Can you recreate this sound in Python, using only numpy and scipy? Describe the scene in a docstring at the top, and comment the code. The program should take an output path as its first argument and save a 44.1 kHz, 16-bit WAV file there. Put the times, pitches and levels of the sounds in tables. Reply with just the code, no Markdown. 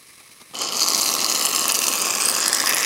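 """An aerosol can squirts foam into a plastic bowl of liquid on a table, close to the microphone.
The valve first leaks a soft hiss, then opens: gas pockets burst at the nozzle in a dense sputter over
a rushing jet and the splatter of foam. The hollow between hand, can and bowl colours it as the can moves."""
import sys
import numpy as np
from scipy import signal
from scipy.fft import rfft, irfft
from scipy.io import wavfile

SR = 44100
rng = np.random.default_rng(int(sys.argv[2]) if len(sys.argv) > 2 else 0)


def transcribe(u):
    """Save the signal u as a 16-bit wav file named by the first command-line argument.

    u: samples, shape (n,) or (channels, n), limited to [-1, 1]; the rate is SR.
    q: integer samples, one column per channel.
    """
    v = np.clip(np.atleast_2d(u).T, -1, 1)
    q = np.round(v * 32767).astype(np.int16)
    wavfile.write(sys.argv[1], SR, q)


N = 125685

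# flow through the open valve (s, splatter dB, sputter dB, fizz dB)
FLOW = [(0.54, -36.5, -46, -45), (0.57, -36.5, -36, -44), (0.61, -30.5, -25.5, -52),
        (0.72, -33, -29.5, -34.5), (0.82, -32, -22.5, -29), (0.95, -30, -22, -26.5),
        (1.1, -31, -23.5, -22.5), (1.25, -31, -24, -28.5), (1.45, -31, -24, -23),
        (1.65, -31, -24, -25), (1.8, -31, -24.5, -23), (2.0, -31, -23.5, -23),
        (2.13, -32, -23, -28), (2.3, -30.5, -23, -23), (2.42, -32, -23, -30.5),
        (2.57, -31, -23, -26), (2.7, -30.5, -25, -23.5), (2.84, -30.5, -21, -25)]
OPEN_S, OPEN_RISE_S = 0.532, 0.0088
# the largest gas pockets (s, peak dB, pitch Hz)
SPITS = [(0.5442, -22, 7290), (0.5526, -15, 4000), (0.5881, -13, 7140), (0.617, -8.5, 6540), (0.6869, -10.5, 4700),
         (0.7224, -9, 3800), (0.7687, -6.5, 6540), (0.7946, -5, 5030), (0.8229, -6, 4840), (0.8305, -3, 5080),
         (0.8789, -7, 4540), (0.8849, -2, 6560), (0.9468, -3, 5860), (0.9774, -8, 4760), (1.0122, -6, 6520),
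         (1.0174, -4, 8200), (1.1388, -4, 7080), (1.1504, -6, 4220), (1.2039, -6, 4180), (1.2441, -2, 4400),
         (1.2626, -5, 4120), (1.298, -4, 6530), (1.3603, -7, 4200), (1.4112, -4, 4050), (1.4516, -3, 7080),
         (1.4584, -3, 9690), (1.5295, -6, 4870), (1.5609, -3.5, 6930), (1.5933, -5, 8180), (1.6806, -1, 10200),
         (1.7124, -7, 4780), (1.72, 1, 9260), (1.7475, -4, 6370), (1.7524, -3, 6040), (1.7893, -2, 6000),
         (1.8393, -5.5, 5400), (1.8677, -4, 6070), (1.8814, -1, 6150), (2.0168, -4, 7640), (2.2358, -11, 7670),
         (2.2548, -9, 8430), (2.2962, -4, 4930), (2.3506, -8, 5040), (2.403, -6.5, 7750), (2.4593, -8, 4770),
         (2.4793, -1, 9610), (2.5292, -2, 4800), (2.5476, -2, 7400), (2.5686, -8, 6290), (2.599, -6, 5010),
         (2.6589, -4, 5300), (2.6719, -2, 5320), (2.6933, -3, 10600), (2.7237, -4, 4910), (2.7457, -3, 10500),
         (2.7671, -4, 5230), (2.7824, -4, 5380), (2.8076, -7, 6630), (2.829, -5, 4920)]  # fixed
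SPIT_SWELL_S, SPIT_RISE_S, SPIT_WIDTH_HZ, SPIT_LOW_HZ = .0007, 0.0004, 3200, 2200
SPIT_MIST_DB = 18.5
# foam briefly plugs the nozzle (s, length s)
CLOGS = [(1.523, 0.014), (1.675, 0.013), (1.73, 0.028), (2.011, 0.011), (2.508, 0.024), (2.634, 0.017)]
CLOG_DB = -4.5
# soft plops of foam before the jet starts (s, level dB)
PLOPS = [(0.185, -58), (0.206, -44), (.232, -55), (0.295, -46), (.404, -41), (.415, -39.5), (0.51, -45)]
PLOP_DECAY_S = 0.006
# spectra (Hz, dB per Hz)
PLOP_COLOUR = [(60, -15), (200, 5.5), (600, -5.5), (1150, 1), (1550, -13), (2500, -6.5), (5500, -6.5), (8000, -19), (15000, -28)]
LEAK_COLOUR = [(30, -13), (150, 0), (400, -1), (800, -9), (1170, 3), (1450, -9), (1800, 0), (2350, 4), (2800, -3.5), (3550, -6), (4050, 2.5), (4400, -4), (4900, -1), (6400, -3.5), (7300, -9), (8200, -2), (9000, -2), (9500, -2.5), (10000, 2), (12000, -10), (13000, -7), (16000, -16)]
SPLAT_COLOUR = [(25, -50), (60, -42), (100, -16), (150, -9), (200, 0), (400, 1.5), (850, -0.5), (1100, -0.5), (1300, 3.5), (1500, -14), (2200, -6), (4000, -7), (16000, -78)]
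SPUTTER_COLOUR = [(30, -34), (700, -18), (1200, -4), (1500, -11.5), (2100, -6.5), (3000, -5.5), (3500, -6), (4200, -1), (5000, 1.5), (5450, -2), (6100, -1), (7000, -1.5), (8000, -7.5), (16000, -31)]
FIZZ_COLOUR = [(500, -56), (5000, -7), (7300, -13.5), (8300, 2.5), (10500, 0), (12000, -2), (14000, -2), (16000, -6.5)]
LEAK_DB, SPLAT_DB, SPUTTER_DB, FIZZ_DB = -48.5, 0.5, -1.5, -5
# resonances (+) and cancellations (-) of the hollow round the nozzle: width Hz, then its path (s, centre Hz, lift dB)
HOLLOW = [
    (534, [(.8, 2200, -0.5), (1.4, 1910, 3.5), (2.0, 1600, 8), (2.35, 1650, 12), (2.55, 1760, 15), (2.68, 1830, 20.5), (2.85, 1880, 16)]),
    (574, [(.54, 3070, 13), (.65, 3140, 8), (.9, 2820, -5.5), (1.45, 2900, 8.5), (2.1, 2510, 6.5), (2.35, 2470, 5), (2.56, 2880, -3), (2.7, 2490, 8.5)]),
    (705, [(.6, 4500, 5.5), (.85, 4700, 5.5), (1.25, 4200, 3), (1.6, 4830, 0), (2.3, 5100, -1), (2.55, 5140, 4), (2.8, 5200, 0)]),
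    (900, [(.85, 6550, 3), (1.15, 5940, 4.5), (1.5, 7500, 4.5), (1.8, 6100, 2), (2.05, 7200, 4), (2.27, 8200, 10), (2.42, 7900, 1), (2.56, 7850, 7), (2.7, 8200, -2.5)]),
    (880, [(1.1, 11400, 6), (1.7, 9700, 1.5), (1.95, 9000, 3.5), (2.25, 9100, 3.5), (2.5, 9800, 4.5), (2.72, 11000, 3)]),
    (380, [(.6, 1900, -12), (1.0, 1780, -9), (1.3, 2230, 0.5), (1.6, 2200, -6), (2.0, 1980, -8), (2.35, 2100, -4), (2.52, 2480, -6), (2.75, 3080, 0.5)]),
    (560, [(.6, 3510, -9), (1.15, 3680, -5.5), (1.52, 3480, -7.5), (1.85, 3630, -1), (2.05, 4150, -12), (2.25, 3920, -13), (2.5, 3960, -1), (2.75, 4260, -12)])]
# small gas pockets, and the share of plain jet noise in sputter and fizz
POPS_PER_S, POP_SPREAD_DB, POP_RING_S = 1800, 5, 0.00041
JET_SHARE_DB, FIZZ_JET_DB = 3, -2.5
# echoes from liquid, bowl wall and hand as the can moves: one path each (s, delay ms, gain)
ECHOES = [
    [(.6, 0.48, -0.28), (1.1, 0.64, -0.09), (1.5, 0.57, -0.12), (2.3, 0.53, -0.19), (2.55, 0.44, -0.092)],
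    [(.6, 0.95, 0.17), (1.2, 1.06, 0.21), (1.55, 0.93, 0.14), (2.0, 1.23, 0.064), (2.4, 1.2, 0.24), (2.8, 1.2, 0.067)],
    [(.7, 0.75, -0.004), (1.0, 0.87, -0.18), (1.55, 0.86, -0.21), (1.8, 0.94, -0.1), (2.3, 0.89, -0.076), (2.8, 0.99, -0.0044)],
    [(.6, 1.62, 0.12), (1.25, 1.45, 0.11), (1.8, 1.73, 0.2), (2.4, 1.49, 0.2), (2.85, 1.3, 0.083)]]
ROOM_DB, ROOM_T60_S = -13, 0.11
EDGE_HZ = 15950  # fixed
TIME = np.arange(N) / SR
BOWL_HZ, BOWL_WIDTH_HZ, BOWL_DB = 1087, 84, 4.5  # the air in the bowl rings under the splatter
LIMIT = 1.0  # fixed
# the uneven train of bursts in the nozzle, and the steady flow between them (gain)
BURSTS_PER_S, BURST_SPREAD_DB, BURST_RISE_S, BETWEEN_BURSTS = 210, 4.0, .00048, .36
FIZZ_STEADY_DB, FIZZ_OWN_DB = -18.5, 4.5
PUFF_RMS_DB = -7.5  # fixed


def amp(db):
    """Decibels to gain."""
    return 10 ** (np.asarray(db) / 20)


def unit(x):
    """Scales to rms 1."""
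    return x / np.sqrt(np.mean(x ** 2) + 1e-20)


def curve(rows, axis=1):
    """One column of a timed table, for every sample."""
    rows = np.array(rows)
    return np.interp(TIME, rows[:, 0], rows[:, axis])


def add(mix, s, sound):
    """Mixes a sound in at time s."""
    part = mix[round(s * SR):][:len(sound)]
    part += sound[:len(part)]


def colour(x, points):
    """Causal filter of unit energy with the given spectrum."""
    size = 4096  # fixed
    hz, db = np.transpose(points)
    log_gain = np.log(amp(np.interp(np.log(abs(np.fft.fftfreq(size, 1 / SR)) + 1), np.log(hz), db)))
    taps = np.fft.ifft(np.exp(np.conj(signal.hilbert(log_gain)))).real[:size // 2]
    return signal.fftconvolve(x, taps / np.linalg.norm(taps))[:N]


def resonate(x, hz, width_hz):
    """A resonance of gain 1 that follows the curve hz."""
    turn, r = np.exp(2j * np.pi * np.cumsum(hz) / SR), np.exp(-np.pi * width_hz / SR)
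    return 2 * (turn * signal.lfilter([1 - r], [1, -r], x / turn + 1e-18)).real


def flutter(lo_hz, hi_hz):
    """Random unevenness of rms 1 between two rates."""
    hz = np.fft.rfftfreq(N, 1 / SR)
    return unit(irfft(rfft(rng.standard_normal(N)) * hz ** 2 / (hz ** 2 + lo_hz ** 2) / (1 + (hz / hi_hz) ** 2), N))


def pop(hz, ring_s, rough, rise_s):
    """One gas pocket: a brief ring and a puff, peak 1."""
    t = TIME[:SR // 100]  # fixed
    wave = np.sin(2 * np.pi * hz * t) + rough * rng.standard_normal(len(t))
    wave *= (1 - np.exp(-t / rise_s)) * np.exp(-t / ring_s)
    return wave / abs(wave).max()


def crackle(lo_hz, hi_hz, surge, count=24):
    """Small pockets of many pitches and sizes; they crowd together in each surge."""
    sizes = amp(POP_SPREAD_DB * np.minimum(rng.exponential(1, N), 3.2)) * rng.choice([-1, 1], N)
    clicks = sizes * (rng.random(N) < POPS_PER_S / SR * surge / surge.mean())
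    kind = rng.integers(0, count, N)
    return unit(sum(signal.oaconvolve(clicks * (kind == k), pop(hz, POP_RING_S, rough=0.56, rise_s=.00008))[:N]
                    for k, hz in enumerate(np.linspace(lo_hz, hi_hz, count))))


def jet():
    """The open valve: sputter and fine fizz surge together, over foam splattering into the bowl."""
    opening = np.clip((TIME - OPEN_S) / OPEN_RISE_S, 0, 1)
    surge = surges()
    sputter = crackle(2380, 8850, surge ** 2) + amp(JET_SHARE_DB) * unit(surge * rng.standard_normal(N))
    mist = surge * amp(FIZZ_OWN_DB * flutter(lo_hz=40.4, hi_hz=320))
    fizz = (crackle(8080, 15100, mist) + amp(FIZZ_JET_DB) * unit(mist * rng.standard_normal(N))
            + amp(FIZZ_STEADY_DB) * rng.standard_normal(N) + spit_mist())
    spray = (amp(SPUTTER_DB + curve(FLOW, axis=2)) * unit(colour(sputter, SPUTTER_COLOUR))
             + amp(FIZZ_DB + curve(FLOW, axis=3)) * unit(colour(fizz, FIZZ_COLOUR)))
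    lumps = surge ** 0.33 * amp(2.42 * flutter(lo_hz=25, hi_hz=123)) * rng.standard_normal(N)
    ringing = amp(BOWL_DB) * resonate(lumps, np.full(N, BOWL_HZ), BOWL_WIDTH_HZ)
    splatter = amp(SPLAT_DB + curve(FLOW)) * unit(colour(lumps + ringing, SPLAT_COLOUR))
    return bowl(opening * clogs() * spray) + opening * splatter


def spits():
    """Large pockets blow out of the nozzle: each a rough puff of about two milliseconds round its own pitch."""
    out, t = np.zeros(N), TIME[:SR // 100]  # fixed
    puff = t / SPIT_RISE_S * np.exp(1 - t / SPIT_RISE_S)
    for s, db, hz in SPITS:
        pitch = np.full(len(t), hz)
        wave = puff * resonate(resonate(rng.standard_normal(len(t)), pitch, SPIT_WIDTH_HZ), pitch, SPIT_WIDTH_HZ)
        add(out, s + SPIT_SWELL_S, amp(PUFF_RMS_DB + db) * wave * np.linalg.norm(puff) / np.linalg.norm(wave))
    return signal.sosfilt(signal.butter(2, SPIT_LOW_HZ, "high", fs=SR, output="sos"), out)


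def leak():
    """The barely open valve hisses softly while the first foam plops out."""
    hiss = amp(LEAK_DB + 2.0 * flutter(lo_hz=2.6, hi_hz=91.5)) * unit(colour(rng.standard_normal(N), LEAK_COLOUR))
    puffs = np.zeros(N)
    for s, db in PLOPS:
        add(puffs, s, amp(db) * np.exp(-TIME[:SR // 10] / PLOP_DECAY_S))
    return hiss + colour(puffs * rng.standard_normal(N), PLOP_COLOUR)


def bowl(x):
    """Quick echoes from liquid, wall and hand, then the colour of the hollow."""
    return hollow(x + sum(curve(path, axis=2) * np.interp(TIME - curve(path) / 1000, TIME, x, left=0) for path in ECHOES))  # fixed


def room(x):
    """The short diffuse tail of a small room."""
    t = TIME[:SR // 2]
    tail = rng.standard_normal(len(t)) * np.minimum(t / 0.0017, 1) * np.exp(-np.log(1000) * t / ROOM_T60_S)
    return x + amp(ROOM_DB) * signal.fftconvolve(x, tail / np.linalg.norm(tail))[:N]


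def surges(count=1500):
    """Gas and foam take turns in the nozzle: an uneven train of short bursts over a weaker steady flow."""
    gaps, sizes = rng.gamma(2, .5, count), np.minimum(rng.standard_normal(count), 1.4)
    at = (np.cumsum(gaps) / BURSTS_PER_S * SR).astype(int)
    starts = np.bincount(at[at < N], amp(BURST_SPREAD_DB * sizes[at < N]), N)
    t = TIME[:SR // 50] / BURST_RISE_S  # fixed
    return np.sqrt(BETWEEN_BURSTS ** 2 + abs(signal.oaconvolve(starts ** 2, (t * np.exp(1 - t)) ** 2)[:N]))


def hollow(x):
    """Resonances and cancellations glide as the can moves: causal bumps on short-time spectra."""
    hz, t, z = signal.stft(x, SR, nperseg=512, noverlap=384, return_onesided=False)  # fixed
    db = 0
    for width, path in HOLLOW:
        s, centre, lift = np.transpose(path)
        db = db + np.interp(t, s, lift) * .5 ** ((2 * (abs(hz)[:, None] - np.interp(t, s, centre)) / width) ** 2)
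    z = z * np.exp(np.conj(signal.hilbert(np.log(amp(db)), axis=0)))
    return signal.istft(z, SR, nperseg=512, noverlap=384, input_onesided=False)[1].real[:N]  # fixed


def spit_mist():
    """Each large pocket also throws a burst of fine mist."""
    out, t = np.zeros(N), TIME[:SR // 100] / SPIT_RISE_S  # fixed
    for s, db, _ in SPITS:
        add(out, s + SPIT_SWELL_S, amp(SPIT_MIST_DB + db) * t * np.exp(1 - t))
    return out * rng.standard_normal(N)


def clogs():
    """Gain of the gas flow: it sags while foam plugs the nozzle."""
    return amp(CLOG_DB * sum(np.exp(-(2 * (TIME - s) / length) ** 2) for s, length in CLOGS))


def scene():
    """Leak, jet and spits in the room."""
    return room(leak() + jet() + bowl(spits()))[None]


def record(dry):
    """The highest peaks are rounded off; then the band limit."""
    rounded = dry / (1 + (dry / LIMIT) ** 6) ** (1 / 6)  # fixed
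    return signal.oaconvolve(rounded, signal.firwin(511, EDGE_HZ, window=("kaiser", 9), fs=SR)[None], "same")


dry = scene()
out = record(dry)
transcribe(out)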